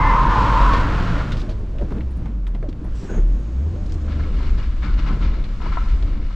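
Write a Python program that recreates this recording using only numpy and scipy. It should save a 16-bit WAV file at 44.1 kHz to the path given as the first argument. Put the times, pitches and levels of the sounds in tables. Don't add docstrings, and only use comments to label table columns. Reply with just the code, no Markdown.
import sys
import numpy as np
from scipy import signal
from scipy.fft import rfft, irfft, next_fast_len
from scipy.io import wavfile
from scipy.ndimage import uniform_filter1d

SR = 44100
rng = np.random.default_rng(int(sys.argv[2]) if len(sys.argv) > 2 else 0)


def transcribe(u):
    v = np.clip(np.atleast_2d(u).T, -1, 1)
    q = np.round(v * 32767).astype(np.int16)
    wavfile.write(sys.argv[1], SR, q)


N = 280035
TIME = np.arange(N) / SR

# (frequency [Hz], width [Hz], lift [dB])
CABIN_MODES = [(132, 76, 8.5), (183, 13, 4.5), (280, 28, -1.5), (593, 15, 5)]
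# (time [s], level [dB], centre [Hz], t60 [s])
THUDS = [(.735, -16, 430, 0.088), (1.502, -30, 400, 0.16), (1.794, -32, 500, .07), (1.81, -20.5, 332, 0.1),
         (1.82, -23, 160, 0.053), (1.905, -34, 1000, 0.072), (1.907, -22, 193, 0.16),
         (1.919, -22.5, 428, 0.077), (1.952, -23.5, 303, 0.099), (1.967, -19, 200, 0.056),
         (2.256, -29.5, 822, 0.095), (2.26, -38, 200, 0.089), (2.47, -35, 1160, 0.13),
         (2.547, -30, 585, 0.095), (2.626, -31, 563, 0.13), (2.688, -35, 310, 0.085),
         (2.812, -36, 312, 0.14), (2.842, -24.5, 234.5, 0.14), (3.028, -24, 194, 0.11),
         (3.099, -20.5, 390, 0.14), (3.145, -22, 230, 0.074), (3.174, -25, 376, 0.32),
         (3.736, -29.5, 420, 0.24), (4.043, -27.5, 292, 0.2), (4.836, -26, 190, 0.13),
         (5.106, -21, 228, 0.32), (5.656, -25.5, 247, 0.2), (6.03, -28, 402.7, 0.085)]
# (time [s], length [s], hiss [dB], drumming [dB], drum pitch [Hz])
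SPRAYS = [(4.07, 0.053, -42, -46, 1150), (4.185, 0.023, -40.5, -39, 1360), (4.34, 0.15, -40.5, -48, 1304),
          (4.57, 0.04, -38, -46, 1300), (4.816, 0.048, -35.5, -37, 1370), (4.963, 0.14, -38, -44, 1390),
          (5.05, 0.033, -40, -37, 1189), (5.197, 0.05, -36, -42, 1300), (5.311, 0.043, -40.5, -47, 1200),
          (5.604, 0.067, -38.5, -39, 1091), (5.705, 0.051, -37.5, -38, 1170),
          (5.79, 0.057, -46.5, -42.5, 1235), (5.87, 0.029, -39.5, -49, 1120),
          (6.065, 0.015, -42, -64, 1190)]
SPRAY_RISE_S, SPRAY_T60 = 0.017, 0.41


def amp(db):
    return 10 ** (np.asarray(db) / 20)


def unit(x):
    return x / np.sqrt(np.mean(x ** 2) + 1e-20)


def curve(rows, axis=1):
    rows = np.asarray(rows)
    return np.interp(TIME, rows[:, 0], rows[:, axis])


def level(rows, axis=1):
    outside = np.maximum(rows[0][0] - TIME, 0) + np.maximum(TIME - rows[-1][0], 0)
    return amp(curve(rows, axis=axis)) * np.exp(-outside / 0.055)


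def envelope(start, rise, length, t60):
    age = TIME - start
    return np.clip(age / rise, 0, 1) * amp(-60 * np.clip((age - length) / t60, 0, 3))


def add(mix, s, sound):
    part = mix[max(round(s * SR), 0):][:len(sound)]
    part += sound[:len(part)]


def white():
    return rng.standard_normal(N)


def wander(hz):
    count = 2 ** 13
    rates = np.fft.rfftfreq(count, N / SR / count)
    slow = irfft(rfft(rng.standard_normal(count)) / (1 + (rates / hz) ** 4))
    return np.interp(TIME, np.linspace(0, N / SR, count), unit(slow))


def grains(per_s, spread_db):
    impacts = white() * (rng.random(N) < per_s / SR)
    return unit(impacts * amp(spread_db * np.minimum(rng.exponential(1, N), 4)))


def burst(t60, rise):
    t = np.arange(SR // 3) / SR
    return rng.standard_normal(len(t)) * amp(-60 * t / t60) * (1 - np.exp(-t / rise))


def shaped(x, tone):
    margin = 2 ** 12
    size = next_fast_len(N + 2 * margin)
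    padded = np.pad(x, (margin, size - N - margin), "reflect")
    hz, db = np.transpose(tone)
    gain = amp(np.interp(np.log(np.fft.rfftfreq(size, 1 / SR) + 1), np.log(hz), db))
    return irfft(rfft(padded) * gain, size)[margin:][:N]


def colour(x, tone):
    return unit(shaped(x, tone))


def ring(x, hz, width_hz):
    return signal.lfilter(*signal.iirpeak(min(hz, SR / 3), hz / min(width_hz, SR / 4), fs=SR), x)


def lifted(x, modes):
    return x + sum((amp(db) - 1) * ring(x, hz, width) for hz, width, db in modes)


def sweep(x, hz, width_hz):
    turn = np.exp(2j * np.pi * np.cumsum(hz) / SR)
    pole = np.exp(-np.pi * width_hz / SR)
    return unit((turn * signal.lfilter([1], [1, -2 * pole, pole * pole], x / turn)).real)


def reflect(x, t60):
    echo = burst(t60, rise=.001)
    return signal.fftconvolve(x, echo / np.linalg.norm(echo))[:N]


def knocks(rows, breadth, skirt, gain_db):
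    out = np.zeros(N)
    for s, db, hz, t60 in rows:
        blow = ring(ring(burst(t60, rise=0.00039), hz, breadth * hz), hz, skirt * hz)
        attack_rms = np.sqrt(np.mean(blow[:SR // 100] ** 2))
        add(out, s, amp(db + gain_db) * blow / attack_rms)
    return out


def strikes(hits, modes, t, detune, attack=1, scatter_db=2):
    out = np.zeros(N)
    for s, db in hits:
        for hz, mode_db, t60 in modes:
            strength, tuning = rng.standard_normal(2)
            fade = amp(db + mode_db + scatter_db * strength - 60 * t / t60)
            add(out, s, attack * fade * np.sin(2 * np.pi * hz * (1 + detune * tuning) * t))
    return out


def ride(flow, gain_db=1, lumps_db=1.0, steadiness=0.57, jolt_db=-5, jolt_rise_s=0.012, jolt_t60=0.35):
    # (time [s], boom [dB], roar [dB], hiss [dB])
    faders = [(0, -24, -31.5, -69), (.3, -23.5, -28.5, -64), (.65, -24, -33.5, -60), (.82, -19, -22, -48),
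              (1.05, -20.5, -24, -58), (1.3, -23.5, -25.5, -38.5), (1.65, -25.5, -34.5, -48),
              (1.85, -22, -32.5, -46), (1.93, -24.5, -30, -45), (2.07, -33, -34, -49),
              (2.22, -26.5, -29.5, -48), (2.42, -46, -36.5, -52.5), (2.77, -32.5, -33.5, -51.5),
              (2.92, -24.5, -33, -45.5), (3.4, -36.5, -30.5, -47), (3.85, -24.5, -33, -45.5),
              (4.1, -28.5, -31, -43.5), (4.33, -20, -30.5, -43.5), (4.52, -15.5, -32, -42.5),
              (4.7, -20, -36.5, -45), (4.95, -22, -31, -45.5), (5.14, -22.5, -28.5, -42.5),
              (5.36, -22.5, -29, -48), (5.57, -23, -33.5, -43.5), (5.68, -27, -29.5, -44),
              (5.8, -23.5, -36, -42), (6.05, -23, -30.5, -43), (6.2, -26.5, -30, -50),
              (6.35, -34, -40, -44)]
    # (frequency [Hz], level [dB])
    boom_tone = [(12, -15.5), (20, 0), (27, 6), (42, 2), (60, 3.5), (85, -35.5), (130, -26), (250, -88.5)]
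    roar_tone = [(40, 5), (75, 5.5), (105, -0.5), (150, -0.5), (215, -6), (255, -11.5), (300, -6.5),
                 (400, -15.5), (560, -17), (800, -25.5), (1500, -33), (4000, -66)]
    hiss_tone = [(200, 13), (600, -16), (1050, 2), (1800, -5), (3000, -9.5), (4500, -14), (7000, -19.5),
                 (8500, -27), (10000, -35.5), (13000, -46), (15500, -62.5)]
    # (frequency [Hz], width [Hz], lift [dB])
    floor_modes = [(103.2, 12, 6), (221.3, 23, 7.5), (283.3, 18, 4)]
    boom = colour(white(), boom_tone)
    swing = abs(signal.hilbert(boom, next_fast_len(N)))[:N]
    boom = unit(boom / (swing + 0.13) ** steadiness)
    roar = unit(lifted(colour(white(), roar_tone), floor_modes)) * amp(lumps_db * wander(22))
    hiss = colour(white(), hiss_tone) * amp(0.34 * wander(40))
    jolt_power = sum((amp(db + jolt_db) * envelope(s, jolt_rise_s, jolt_rise_s, jolt_t60)) ** 2
                     for s, db, _, _ in THUDS)
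    ground = amp(gain_db) * np.hypot(level(faders, axis=2), flow)
    shaking = np.sqrt(ground ** 2 + jolt_power)
    return amp(gain_db) * level(faders) * boom + shaking * roar + level(faders, axis=3) * hiss


def keys(gain_db=-3):
    # (time [s], level [dB])
    touches = [(1.589, -67), (1.69, -71), (2.11, -64), (2.168, -64), (2.473, -67), (2.844, -63),
               (3.398, -66), (6.258, -63)]
    # (frequency [Hz], level [dB], t60 [s])
    key_modes = [(14750, -15, .06), (9170, 3.5, 0.087), (11850, -9, .08)]
    return amp(gain_db) * strikes(touches, key_modes, np.arange(SR // 4) / SR, detune=.006)


def creaks(width_hz=85):
    # (time [s], length [s], start pitch [Hz], end pitch [Hz], level [dB])
    twists = [(1.477, 0.085, 625, 597, -44), (1.731, 0.11, 600, 570, -49), (1.79, 0.054, 590, 533, -38.5),
              (1.83, 0.057, 473, 285, -47), (2.625, 0.024, 362, 452, -37), (2.629, 0.055, 640, 580, -42),
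              (2.682, 0.029, 273, 210, -30.5), (2.812, 0.041, 330, 198, -35), (3.104, .05, 404, 347, -39.5),
              (3.15, 0.06, 345, 400, -37)]
    out = np.zeros(N)
    for s, length, from_hz, to_hz, db in twists:
        progress = np.linspace(0, 1, round(length * SR))
        rubbing = rng.standard_normal(SR // 4)[:len(progress)]
        note = sweep(rubbing, from_hz + (to_hz - from_hz) * progress, width_hz)
        add(out, s, amp(db) * unit(note * np.sin(np.pi * progress ** .5)))
    return out


def clacks():
    # (time [s], level [dB], centre [Hz], t60 [s])
    blows = [(.068, -42.5, 11000, .15), (.733, -29, 3764, 0.26), (1.319, -31.5, 3700, 0.11),
             (1.369, -38.5, 4440, 0.24), (1.395, -39, 4500, 0.093), (1.415, -40, 4080, 0.042),
             (1.492, -40.5, 4300, 0.14), (1.784, -47, 3000, 0.083), (1.982, -53, 3010, 0.035),
             (2.007, -46.5, 2530, 0.05), (2.257, -55, 2270, 0.13), (2.467, -45, 3400, 0.045),
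             (2.475, -50, 7000, .025), (2.548, -49, 2870, 0.054), (2.627, -54.5, 1820, 0.061),
             (2.688, -45.5, 4634, 0.069), (2.727, -50.5, 3300, 0.03), (3.86, -46, 5710, .05),
             (3.895, -47, 4630, 0.11), (3.921, -38.5, 5700, 0.04), (3.94, -43.5, 6174, 0.056),
             (5.439, -42, 3800, 0.093), (6.025, -42.5, 3528, 0.034)]
    # (frequency [Hz], gain [dB])
    trim_tone = [(300, -1.5), (1200, 17.5), (3000, 1), (7500, -11), (10000, -15), (15000, -17)]
    return shaped(knocks(blows, breadth=0.46, skirt=2.0, gain_db=-2.5), trim_tone)


def thuds():
    return lifted(knocks(THUDS, breadth=0.34, skirt=4.6, gain_db=-13.0), CABIN_MODES)


def clutch(whistle_hz=6550, width_hz=650, hiss_db=-53, groan_db=-30, whistle_db=-54.5, drag_db=-15):
    # (frequency [Hz], level [dB])
    groan_tone = [(80, 9), (150, 8), (280, -11), (380, 6), (550, -17), (1100, -21), (1500, -11.5),
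                  (1900, -20), (3500, -31), (7000, -63)]
    slip_tone = [(2500, -2), (4500, -4.5), (5700, -1), (6600, -10), (7600, -9), (9000, -18), (13000, -32)]
    # (frequency [Hz], width [Hz], lift [dB])
    plate_modes = [(5730, 240, 4), (7300, 220, 9), (7860, 290, 8)]
    slip_s, groan_s, whistle_s, bite_s = 2.94, 2.98, 3.05, 3.185
    whistle = unit(ring(ring(white(), whistle_hz, width_hz), whistle_hz, width_hz))
    groan = colour(white(), groan_tone) * amp(2 * wander(62))
    hiss = unit(lifted(colour(white(), slip_tone), plate_modes))
    slipping = envelope(slip_s, rise=0.015, length=whistle_s - slip_s, t60=0.51)
    biting = envelope(groan_s, rise=0.15, length=bite_s - groan_s, t60=0.16)
    singing = envelope(whistle_s, rise=(bite_s - whistle_s) / 2, length=bite_s - whistle_s, t60=0.16)
    dragging = amp(drag_db) * envelope(bite_s, rise=0.15, length=0.87, t60=0.51)
    return (amp(hiss_db) * (slipping + dragging) * hiss
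            + amp(groan_db) * biting * groan
            + amp(whistle_db) * (singing + dragging) * whistle)


def grit_flow(trickle_s=4.04, trickle_rise_s=0.12, trickle_db=-47.5):
    spray_power = sum((amp(db) * envelope(s, SPRAY_RISE_S, length, SPRAY_T60)) ** 2
                      for s, length, db, _, _ in SPRAYS)
    trickle = amp(trickle_db) * np.clip((TIME - trickle_s) / trickle_rise_s, 0, 1)
    return np.sqrt(spray_power + trickle ** 2)


def grit(flow, hiss_db=-4.0, clumps_db=1.6, drum_db=-1, drum_width_hz=800, drum_drift=0.05):
    # (frequency [Hz], level [dB])
    grit_tone = [(300, -9.5), (700, -4.5), (1000, -6.5), (1500, -3.5), (1800, -5.5), (2200, -2.5),
                 (3200, -7), (4400, -6.5), (5500, -15), (7800, -27), (9200, -71.5), (15000, -82.5)]
    # (frequency [Hz], width [Hz], lift [dB])
    arch_modes = [(1056, 110, 12), (1317, 120, 12), (1670, 180, 6.5), (2105, 230, 6), (2870, 59, 8.5),
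                  (3570, 150, 3.5)]
    spray = (grains(1300, spread_db=0.9) + 1.34 * white()) * amp(clumps_db * wander(32))
    hiss = flow * unit(lifted(colour(spray, grit_tone), arch_modes))
    centre = curve(SPRAYS, axis=4) * (1 + drum_drift * wander(25))
    drumming = unit(lifted(sweep(grains(1000, spread_db=1.0), centre, drum_width_hz), arch_modes))
    drum_power = sum((amp(db) * envelope(s, SPRAY_RISE_S, length, SPRAY_T60)) ** 2
                     for s, length, _, db, _ in SPRAYS)
    return amp(hiss_db) * hiss + amp(drum_db) * np.sqrt(drum_power) * drumming


def stones(gain_db=-3, contact_s=0.00033):
    # (time [s], level [dB])
    hits = [(4.195, -44), (4.405, -39), (5.222, -49), (5.603, -37.5), (5.619, -36), (5.663, -32.5),
            (5.7715, -23), (5.7743, -40), (5.781, -32), (5.825, -40.5), (6.308, -41.5)]
    # (frequency [Hz], level [dB], t60 [s])
    liner_modes = [(740, 1.5, 0.031), (978, 7, 0.025), (1028, 5.5, 0.022), (1322, 2, 0.087),
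                   (1550, -20, 0.011), (1910, -8, .03), (2070, -35, .03)]
    t = np.arange(SR // 8) / SR
    contact = 1 - np.exp(-(t / contact_s) ** 2)
    return amp(gain_db) * strikes(hits, liner_modes, t, detune=0.023, attack=contact)


def engine(boom_db=-1, flutter_db=4.5, surge_db=0.65, shake_per_hz=0.0018, stumble=0.94, coast_s=4.3):
    # (time [s], firing rate [Hz], exhaust boom [dB])
    pulls = [
        [(0, 33.64, -14.5), (.15, 41.9, -16.5), (.46, 45.4, -20.5), (.65, 44.6, -12), (.8, 43.2, -24)],
        [(1.0, 178, -28), (1.13, 166.4, -28), (1.34, 132.8, -30.5), (1.77, 82.7, -66), (2.05, 67.03, -22.5),
         (2.27, 53.9, -25), (2.41, 46.18, -20), (2.62, 36.63, -20.5), (2.8, 33.4, -39)],
        [(3.15, 32.07, -21), (3.2, 33.95, -12), (3.33, 44.05, -14), (3.43, 48.63, -26), (3.6, 68.5, -17.5),
         (3.7, 83.97, -21.5), (3.82, 85.66, -28), (4.05, 73.5, -22.5), (4.24, 72.53, -20), (4.36, 65.75, -33.5),
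         (4.58, 58.5, -23), (4.72, 52.1, -24.5)],
        [(4.86, 43.08, -29), (4.94, 40.82, -16.5), (5.1, 38.35, -18), (5.27, 39.35, -15.5), (5.4, 38.18, -25.5),
         (5.55, 36.52, -29), (5.83, 34.35, -20), (5.94, 42.1, -13), (6.05, 36.87, -20.5), (6.35, 32.32, -21)],
    ]
    # (multiple of the firing rate, level [dB])
    orders = [(1.5, -9), (2, -5), (2.5, -29.5), (3, -6), (3.5, -17), (4, -3), (5, -9.5), (6, -12), (7, -13),
              (8, -21), (9, -16)]
    # (time [s], level [dB])
    load = [(0, -35), (.95, -45.5), (2.2, -51), (2.7, -47), (3.3, -47.5), (4.1, -41.5), (4.5, -44),
            (4.7, -51.5), (5.2, -44), (5.5, -62), (6.35, -69)]
    unrest = [amp(flutter_db * wander(14)) * np.exp(1j * (wander(19.5) + 2 * np.pi * rng.random()))
              for _ in orders]
    coasting = np.clip((TIME - coast_s) / 0.23, 0, 1)
    uneven = stumble * coasting * wander(23)
    out = np.zeros(N)
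    for pull in pulls:
        running = level([(pull[0][0], 0), (pull[-1][0], 0)])
        on = running > amp(-60)
        rate = curve(pull)[on]
        phase = 2 * np.pi * np.cumsum(rate) / SR
        boom = level(pull, axis=2)[on] * amp(boom_db + surge_db * wander(7.1)[on])
        shake = shake_per_hz * rate * wander(23)[on]
        out[on] += boom * np.sin(phase + shake + uneven[on])
        strength = (level(load) * running)[on]
        for (order, db), flutter in zip(orders, unrest):
            lift_db = sum(lift / (1 + (2 * (order * rate - hz) / width) ** 2)
                          for hz, width, lift in CABIN_MODES)
            out[on] += strength * amp(db + lift_db) * (flutter[on] * np.exp(1j * order * phase)).real
    return np.sqrt(2) * out


def scrub(gain_db=4, judder_db=0.6, treble_hz=2600):
    # (time [s], level [dB], treble lift [dB])
    slide = [(0, -27.5, -3), (.12, -26.5, -1), (.23, -26.5, -1.5), (.275, -29, -0.5), (.33, -25.5, 0),
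             (.55, -25.5, 1), (.78, -27, 2), (.86, -28.5, 0), (1.08, -31.5, 3.5), (1.22, -30.5, 0.5),
             (1.245, -36.5, 3), (1.31, -39.5, 3), (1.45, -50.5, 4)]
    # (frequency [Hz], level [dB])
    scrub_tone = [(60, 5), (115, 9.5), (180, -0.5), (290, 1.5), (400, -6.5), (530, -1.5), (750, -7),
                  (1000, -3.5), (1400, -1), (2000, -11), (2800, -15.5), (4200, -22), (7500, -36.5),
                  (9500, -50.5), (12500, -55.5), (15500, -62)]
    friction = white() + 0.51 * grains(2500, spread_db=0.5)
    tearing = colour(friction * amp(judder_db * wander(120)), scrub_tone)
    treble = signal.sosfiltfilt(signal.butter(2, treble_hz, "high", fs=SR, output="sos"), tearing)
    return amp(gain_db) * level(slide) * (tearing + (amp(curve(slide, axis=2)) - 1) * treble)


def screeches(gain_db=-1, bend=.02, jitter=0.022, stutter_db=1.0):
    # (time [s], length [s], pitch [Hz], level [dB])
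    chirps = [(-.08, 0.25, 2070, -29.5), (0.031, .1, 1760, -31), (0.241, 0.12, 1760, -35),
              (.6, 0.24, 1517, -36), (0.713, 0.09, 1805, -35.5), (1.035, 0.29, 1401, -40.5),
              (3.092, 0.022, 1510, -41), (4.857, 0.065, 1483, -41.5), (5.044, 0.11, 1487, -48),
              (5.796, 0.039, 1316, -44)]
    out = np.zeros(N)
    for s, length, hz, db in chirps:
        arc = np.sin(np.pi * np.clip((TIME - s) / length, 0, 1))
        pitch = hz * (1 - bend * (1 - arc)) * (1 + jitter * wander(190))
        phase = 2 * np.pi * np.cumsum(pitch) / SR
        out += amp(db) * abs(arc) ** 0.41 * unit(np.sin(phase) * amp(stutter_db * wander(60)))
    return amp(gain_db) * out


def squeal(gain_db=-1, drift=0.01086, jitter=0.0136, flutter_hz=37, overtone_db=-28, rasp_db=-13):
    # (time [s], pitch [Hz], level [dB])
    note = [(0, 1020, -19), (.1, 985, -16.5), (.16, 1010, -16), (.22, 1050, -16.5), (.29, 989, -20),
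            (.39, 993, -17), (.52, 1017, -20), (.57, 1019, -17.5), (.69, 1082, -19.5), (.75, 1060, -21),
            (.82, 1005, -26), (.9, 1005, -33), (1.15, 1021, -43)]
    # (factor on the pitch, level [dB])
    patches = [(.905, 2), (.955, -12), (1.0, 3.5), (1.04, 1.5), (1.085, -6.5), (1.131, -10.5), (1.2, -5)]
    pitch, voices = curve(note), np.zeros(N)
    for factor, db in patches:
        waver = 1 + drift * wander(13.0) + jitter * wander(132)
        phase = 2 * np.pi * np.cumsum(pitch * factor * waver) / SR
        grip, slip = 0.54 + wander(flutter_hz), wander(flutter_hz)
        overtone = amp(overtone_db) * grip * np.sin(2 * phase)
        voices += amp(db) * (grip * np.sin(phase) + slip * np.cos(phase) + overtone)
    voices = unit(voices) + amp(rasp_db) * sweep(white(), pitch, width_hz=280)
    shared_load = np.sqrt(abs(uniform_filter1d(voices ** 2, size=SR // 40)))
    return amp(gain_db) * level(note, axis=2) * unit(voices / (shared_load + .4))


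def scene(spray_pan=0.35, spray_width=0.36, lean=0.049, cabin_width_db=2, open_s=2.95, opening_s=1.56):
    # (frequency [Hz], side gain [dB])
    side_tone = [(30, -39.5), (200, -25), (700, -14), (2500, -8.5), (5000, -7), (9000, -3), (13000, -1.5)]
    ahead = engine() + squeal() + screeches() + scrub()
    knocking = clacks() + thuds()
    flow = grit_flow()
    cabin = ride(flow) + clutch() + keys() + knocking + creaks()
    spray = grit(flow) + stones()
    mid = ahead + cabin + spray
    side = amp(cabin_width_db) * shaped(reflect(cabin, t60=0.011), side_tone) + lean * (cabin + ahead)
    side += spray_pan * spray + spray_width * reflect(spray, t60=0.034)
    side *= np.clip((TIME - open_s) / opening_s, 0, 1)
    return np.array([mid + side, mid - side])


def record(dry, fade_s=0.0023, cutoff_hz=15200):
    ends = np.clip(np.minimum(TIME, TIME[-1] - TIME) / fade_s, 0, 1)
    lowpass = signal.firwin(511, cutoff_hz, window=("kaiser", 9), fs=SR)
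    return signal.oaconvolve(dry * ends, lowpass[None], "same")


dry = scene()
out = record(dry)
transcribe(out)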